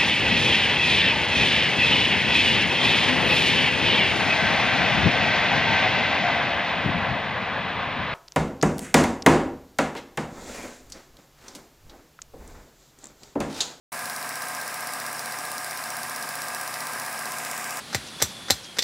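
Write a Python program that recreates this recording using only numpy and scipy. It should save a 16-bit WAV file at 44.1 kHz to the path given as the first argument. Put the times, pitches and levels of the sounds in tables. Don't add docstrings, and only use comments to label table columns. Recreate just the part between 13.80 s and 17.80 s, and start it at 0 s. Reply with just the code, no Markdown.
import sys
import numpy as np
from scipy import signal
from scipy.fft import rfft, irfft
from scipy.io import wavfile

SR = 44100
rng = np.random.default_rng(int(sys.argv[2]) if len(sys.argv) > 2 else 0)


def bounce(signal):
    frames = np.transpose(np.atleast_2d(signal))
    limited = np.clip(frames, -1, 1)
    pcm = np.round(limited * 32767).astype(np.int16)
    wavfile.write(sys.argv[1], SR, pcm)


N = 176400
T = np.arange(N) / SR

PICTURE_HZ, MOTOR_HZ, MAINS_HZ, GEAR_TURNS_PER_PICTURE = 15.5155, 75.88, 60, 3
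START_S, MOVE_S, MOVE_LENGTH_S = .119, 3.4, .35
FAN_DB, RUSTLE_DB, KNOCK_DB, BACKLASH_DB, CLAW_DB, FLICK_DB = -40, -40.5, -43.5, -45.5, -43.2, -47

# (order, level/dB)
MOTOR_HARMONICS = [(2, -58.5), (3, -59.5), (5, -62), (8, -59), (9, -53), (10, -55), (11, -52), (12, -49.7),
                   (14, -52), (16, -55), (24, -55.5)]
GEAR_HARMONICS = [(12, -62), (22, -49), (25, -54), (26, -54), (27, -55.5), (32, -57), (33, -53), (34, -47),
                  (36, -56), (42, -62), (47, -62), (56, -60)]
MAINS_HARMONICS = [(2, -62), (4, -68)]
# (f/Hz, level/dB)
BELT_TONES = [(269.5, -62), (639.4, -55), (727.1, -47.3), (743, -58), (1000, -54.5), (1150, -57),
              (1335, -58), (1607.8, -48.3)]
# (f/Hz, bandwidth/Hz, level/dB)
HOUSING_MODES = [(246, 76, -55), (714, 39, -51), (1190, 31, -56), (1655, 33, -45)]
CLAW_MODES = [(4300, 350, -59), (4980, 260, -54), (5730, 190, -52), (8230, 260, -59), (11150, 350, -58.5)]
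STEEL_MODES = [(3646, 20, -63), (5035, 110, -54.5), (5600, 170, -57), (7135, 30, -63), (8048, 28, -55),
               (8805, 30, -58), (9115, 50, -60), (10098, 50, -58)]
# (f/Hz, relative level/dB)
FAN_SPECTRUM = [(25, 2), (60, -48), (100, -27), (170, -11.5), (280, -8.5), (350, -17.5), (500, -1.5),
                (700, -2.5), (870, -13.5), (1250, 4.5), (1450, -3.5), (2250, 0), (2500, -3.5),
                (3100, -13.5), (5000, -6.5), (15000, -58.5)]
RUSTLE_SPECTRUM = [(2000, -15), (3300, -21.5), (3900, -3.5), (4400, -11.5), (6300, -2.5), (7600, 1),
                   (9000, 2), (9500, -0.5), (10000, 3.5), (11000, -1), (12000, -2.5), (13000, -4),
                   (13500, -7), (14000, -2), (15500, -8)]
KNOCK_SPECTRUM = [(300, -25), (900, -4.5), (1350, -3.5), (1650, -2.5), (2000, -2), (2350, -10.5),
                  (2900, -10), (4000, -32.5), (9000, -31.5)]
BACKLASH_SPECTRUM = [(100, -26.5), (400, -7), (700, 1.5), (900, 2), (1200, 3.5), (1450, -8), (2500, -16.5),
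                     (6000, -50.5)]
CLAW_SPECTRUM = [(500, -16), (3400, -17), (4100, -7), (5000, -4), (5400, -4), (5750, -3), (6000, -3),
                 (6300, -9), (7700, -6), (8300, -1), (9100, -3), (9600, -8), (10500, -2.5), (11200, -.5),
                 (12000, -4), (13000, -9), (14200, -9), (15200, -1.5), (15700, -5)]
FLICK_SPECTRUM = [(1000, -33), (3200, -2.5), (4200, -10.5), (5500, 11.5), (6500, -15), (8500, 3),
                  (11000, -3.5), (13500, -9), (15500, 1.5)]
# (t/s, lag/ms)
BELT_LAG = [(.3, .1), (1.2, -.6), (1.7, .4), (2.5, .6), (3.35, 0), (3.6, -.7), (4, -.2)]
# (t/ms, relative level/dB)
CAM_KNOCKS = [(-1.2, -7), (3.8, -12), (6, -10), (9.8, -3), (14, -6), (16.6, 1), (18.4, -1), (20.4, -3),
              (28, -2), (38.3, -9), (40.7, -2), (42.4, -8), (46.8, -6), (49.7, -2), (53.2, -8)]
GEAR_KNOCKS = [(-0.5, -1), (3.5, -2.5), (10, -4), (15.5, -29.5), (25, -1), (32, -17.5), (41, -9.5),
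               (46, -5.5)]
CLAW_STRIKES = [(-.65, 0), (.45, -5), (1.45, -5.5), (2.6, -10)]
FILM_FLICKS = [(5.8, -4), (11.2, -3), (15.8, -6), (18.9, 0), (21, -8), (31.6, -1), (35, -7), (48.1, -3),
               (50.9, -1), (54.5, -7)]
# (t/s, mechanism level/dB, gate level/dB, rustle level/dB)
MICROPHONE_GAINS = [(.12, -0.2, -2, 0.5), (1, -0.2, 0, -0.7), (1.8, -0.36, -0.5, -0.2), (2.5, 0, .5, -0.6),
                    (3.3, 0.3, -1, 0.4), (4, -0.64, -0.5, -0.5)]
# (t/s, level/dB)
LOW_BUMPS = [(0.234, -41), (2.25, -42), (2.8, -55)]
# (f/Hz, level/dB)
CLOSE_RESPONSE = [(100, 1), (1700, -0.5), (2300, 3.5), (3300, 2.5), (4100, -1), (5800, 0.5), (6300, 3.5),
                  (7100, 5), (8400, 2), (10300, -1), (12000, 1), (13300, 1), (15500, 0)]


def amp(db):
    return 10 ** (np.asarray(db) / 20)


def unit(x):
    return x / np.sqrt(np.mean(x ** 2) + 1e-20)


def drift(cutoff_hz):
    f = np.fft.rfftfreq(N, 1 / SR)
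    return unit(irfft(rfft(rng.standard_normal(N)) * (f > 0) / (1 + (f / cutoff_hz) ** 2), N))


def colour(x, spectrum):
    hz, db = np.transpose(spectrum)
    f = abs(np.fft.fftfreq(4096, 1 / SR))
    log_gain = np.log(amp(np.interp(np.log(f + 1), np.log(hz), db)))
    taps = np.fft.ifft(np.exp(np.conj(signal.hilbert(log_gain)))).real
    return unit(signal.oaconvolve(x, taps[:len(taps) // 2])[:N])


def ring(force, modes):
    out = np.zeros(N)
    for hz, bandwidth, db in modes:
        radius = np.exp(-np.pi * abs(bandwidth) / SR)
        feedback = [1, -2 * radius * np.cos(2 * np.pi * hz / SR), radius ** 2]
        out += amp(db) * unit(signal.lfilter([1, 0, -1], feedback, force))
    return out


def tones(hz, harmonics, wander, flutter_db):
    turns = np.cumsum(hz * (1 + wander * drift(2.3))) / SR
    out = np.zeros(N)
    for order, db in harmonics:
        peak = np.sqrt(2) * amp(db + flutter_db * drift(11))
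        out += peak * np.sin(2 * np.pi * (round(order) * turns + rng.random()))
    return out


def drive():
    motor = tones(MOTOR_HZ, MOTOR_HARMONICS, wander=.0015, flutter_db=1.5)
    gears = tones(GEAR_TURNS_PER_PICTURE * PICTURE_HZ, GEAR_HARMONICS, wander=.0013, flutter_db=3)
    belt = sum(tones(hz, [(1, db)], wander=.00192, flutter_db=1.1) for hz, db in BELT_TONES)
    hum = tones(MAINS_HZ, MAINS_HARMONICS, wander=.00009, flutter_db=2.5)
    return motor + gears + belt + hum + ring(rng.standard_normal(N), HOUSING_MODES)


def fan():
    return amp(FAN_DB) * colour(rng.standard_normal(N) * amp(.27 * drift(21)), FAN_SPECTRUM)


def film_rustle():
    return amp(RUSTLE_DB) * colour(rng.standard_normal(N) * amp(.76 * drift(400)), RUSTLE_SPECTRUM)


def strikes(pattern, decay_ms, alike, spread_db, jitter_ms):
    cycles_s = .2989 + np.arange(-3, 59) / PICTURE_HZ
    lag_s = np.interp(cycles_s, *np.transpose(BELT_LAG)) / 1000
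    cycles_s = cycles_s + .0225 * (cycles_s < .24) + lag_s
    cycles_s += .00012 * rng.standard_normal(len(cycles_s))
    ms = np.arange(600) * 1000 / SR
    out = np.zeros(N + SR)
    for at_ms, db in pattern:
        shared = rng.standard_normal(len(ms))
        fresh = rng.standard_normal((len(cycles_s), len(ms)))
        bursts = np.tanh(np.sqrt(alike) * shared + np.sqrt(1 - alike) * fresh) * np.exp(-ms / decay_ms)
        for s, burst, (force, late) in zip(cycles_s, bursts, rng.standard_normal((len(cycles_s), 2))):
            onset = int((s + (at_ms + jitter_ms * late) / 1000) * SR)
            out[onset:onset + len(ms)] += amp(db + spread_db * force) * burst
    return out[:N]


def clatter():
    knocks = strikes(CAM_KNOCKS, decay_ms=1.4, alike=.15, spread_db=1.2, jitter_ms=.2)
    backlash = strikes(GEAR_KNOCKS, decay_ms=1.9, alike=.068, spread_db=2, jitter_ms=.6)
    knocks = amp(KNOCK_DB) * colour(knocks, KNOCK_SPECTRUM)
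    return knocks + amp(BACKLASH_DB) * colour(backlash, BACKLASH_SPECTRUM)


def film_gate():
    ticks = strikes(CLAW_STRIKES, decay_ms=1, alike=.4, spread_db=.2, jitter_ms=.003)
    impulses = strikes(CLAW_STRIKES[:1], decay_ms=.02, alike=1, spread_db=.5, jitter_ms=.05)
    flicks = strikes(FILM_FLICKS, decay_ms=2.2, alike=.15, spread_db=1, jitter_ms=.15)
    ticks = amp(CLAW_DB) * colour(ticks, CLAW_SPECTRUM)
    flicks = amp(FLICK_DB) * colour(flicks, FLICK_SPECTRUM)
    return ticks + ring(impulses, CLAW_MODES) + flicks + ring(.2 * ticks + flicks, STEEL_MODES)


def room(x, level_db=-13, t60_s=.18):
    t = T[:SR // 2]
    reflections = rng.standard_normal(len(t)) * (rng.random(len(t)) < .05) * (t > .004)
    reflections *= np.exp(-np.log(1000) * t / t60_s)
    return amp(level_db) * signal.oaconvolve(x, reflections / np.linalg.norm(reflections))[:N]


def bumps(hz=114, decay_s=.007):
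    out = np.zeros(N)
    for s, db in LOW_BUMPS:
        age = np.maximum(T - s, 0)
        out += amp(db) * np.sin(2 * np.pi * hz * age) * np.exp(-age / decay_s)
    return out


def move_closer(x):
    gain = amp(np.interp(np.fft.rfftfreq(N, 1 / SR), *np.transpose(CLOSE_RESPONSE)))
    close = irfft(rfft(x) * gain, N)
    return x + np.clip((T - MOVE_S) / MOVE_LENGTH_S, 0, 1) * (close - x)


def scene():
    s, *levels = np.transpose(MICROPHONE_GAINS)
    mechanism_gain, gate_gain, rustle_gain = (amp(np.interp(T, s, db)) for db in levels)
    impacts = mechanism_gain * clatter() + gate_gain * film_gate()
    reverberation = room(impacts)
    steady = mechanism_gain * (drive() + fan()) + rustle_gain * film_rustle()
    mono = move_closer(steady + impacts + reverberation) + bumps()
    return np.array([mono, mono])


def record(dry):
    high_pass = signal.butter(3, 80, "high", fs=SR, output="sos")
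    low_pass = signal.firwin(801, 15750, window=("kaiser", 9), fs=SR)
    opened = signal.sosfilt(high_pass, dry) * np.clip((T - START_S) / .002, 0, 1)
    return signal.oaconvolve(opened, low_pass[None], "same")


dry = scene()
out = record(dry)
bounce(out)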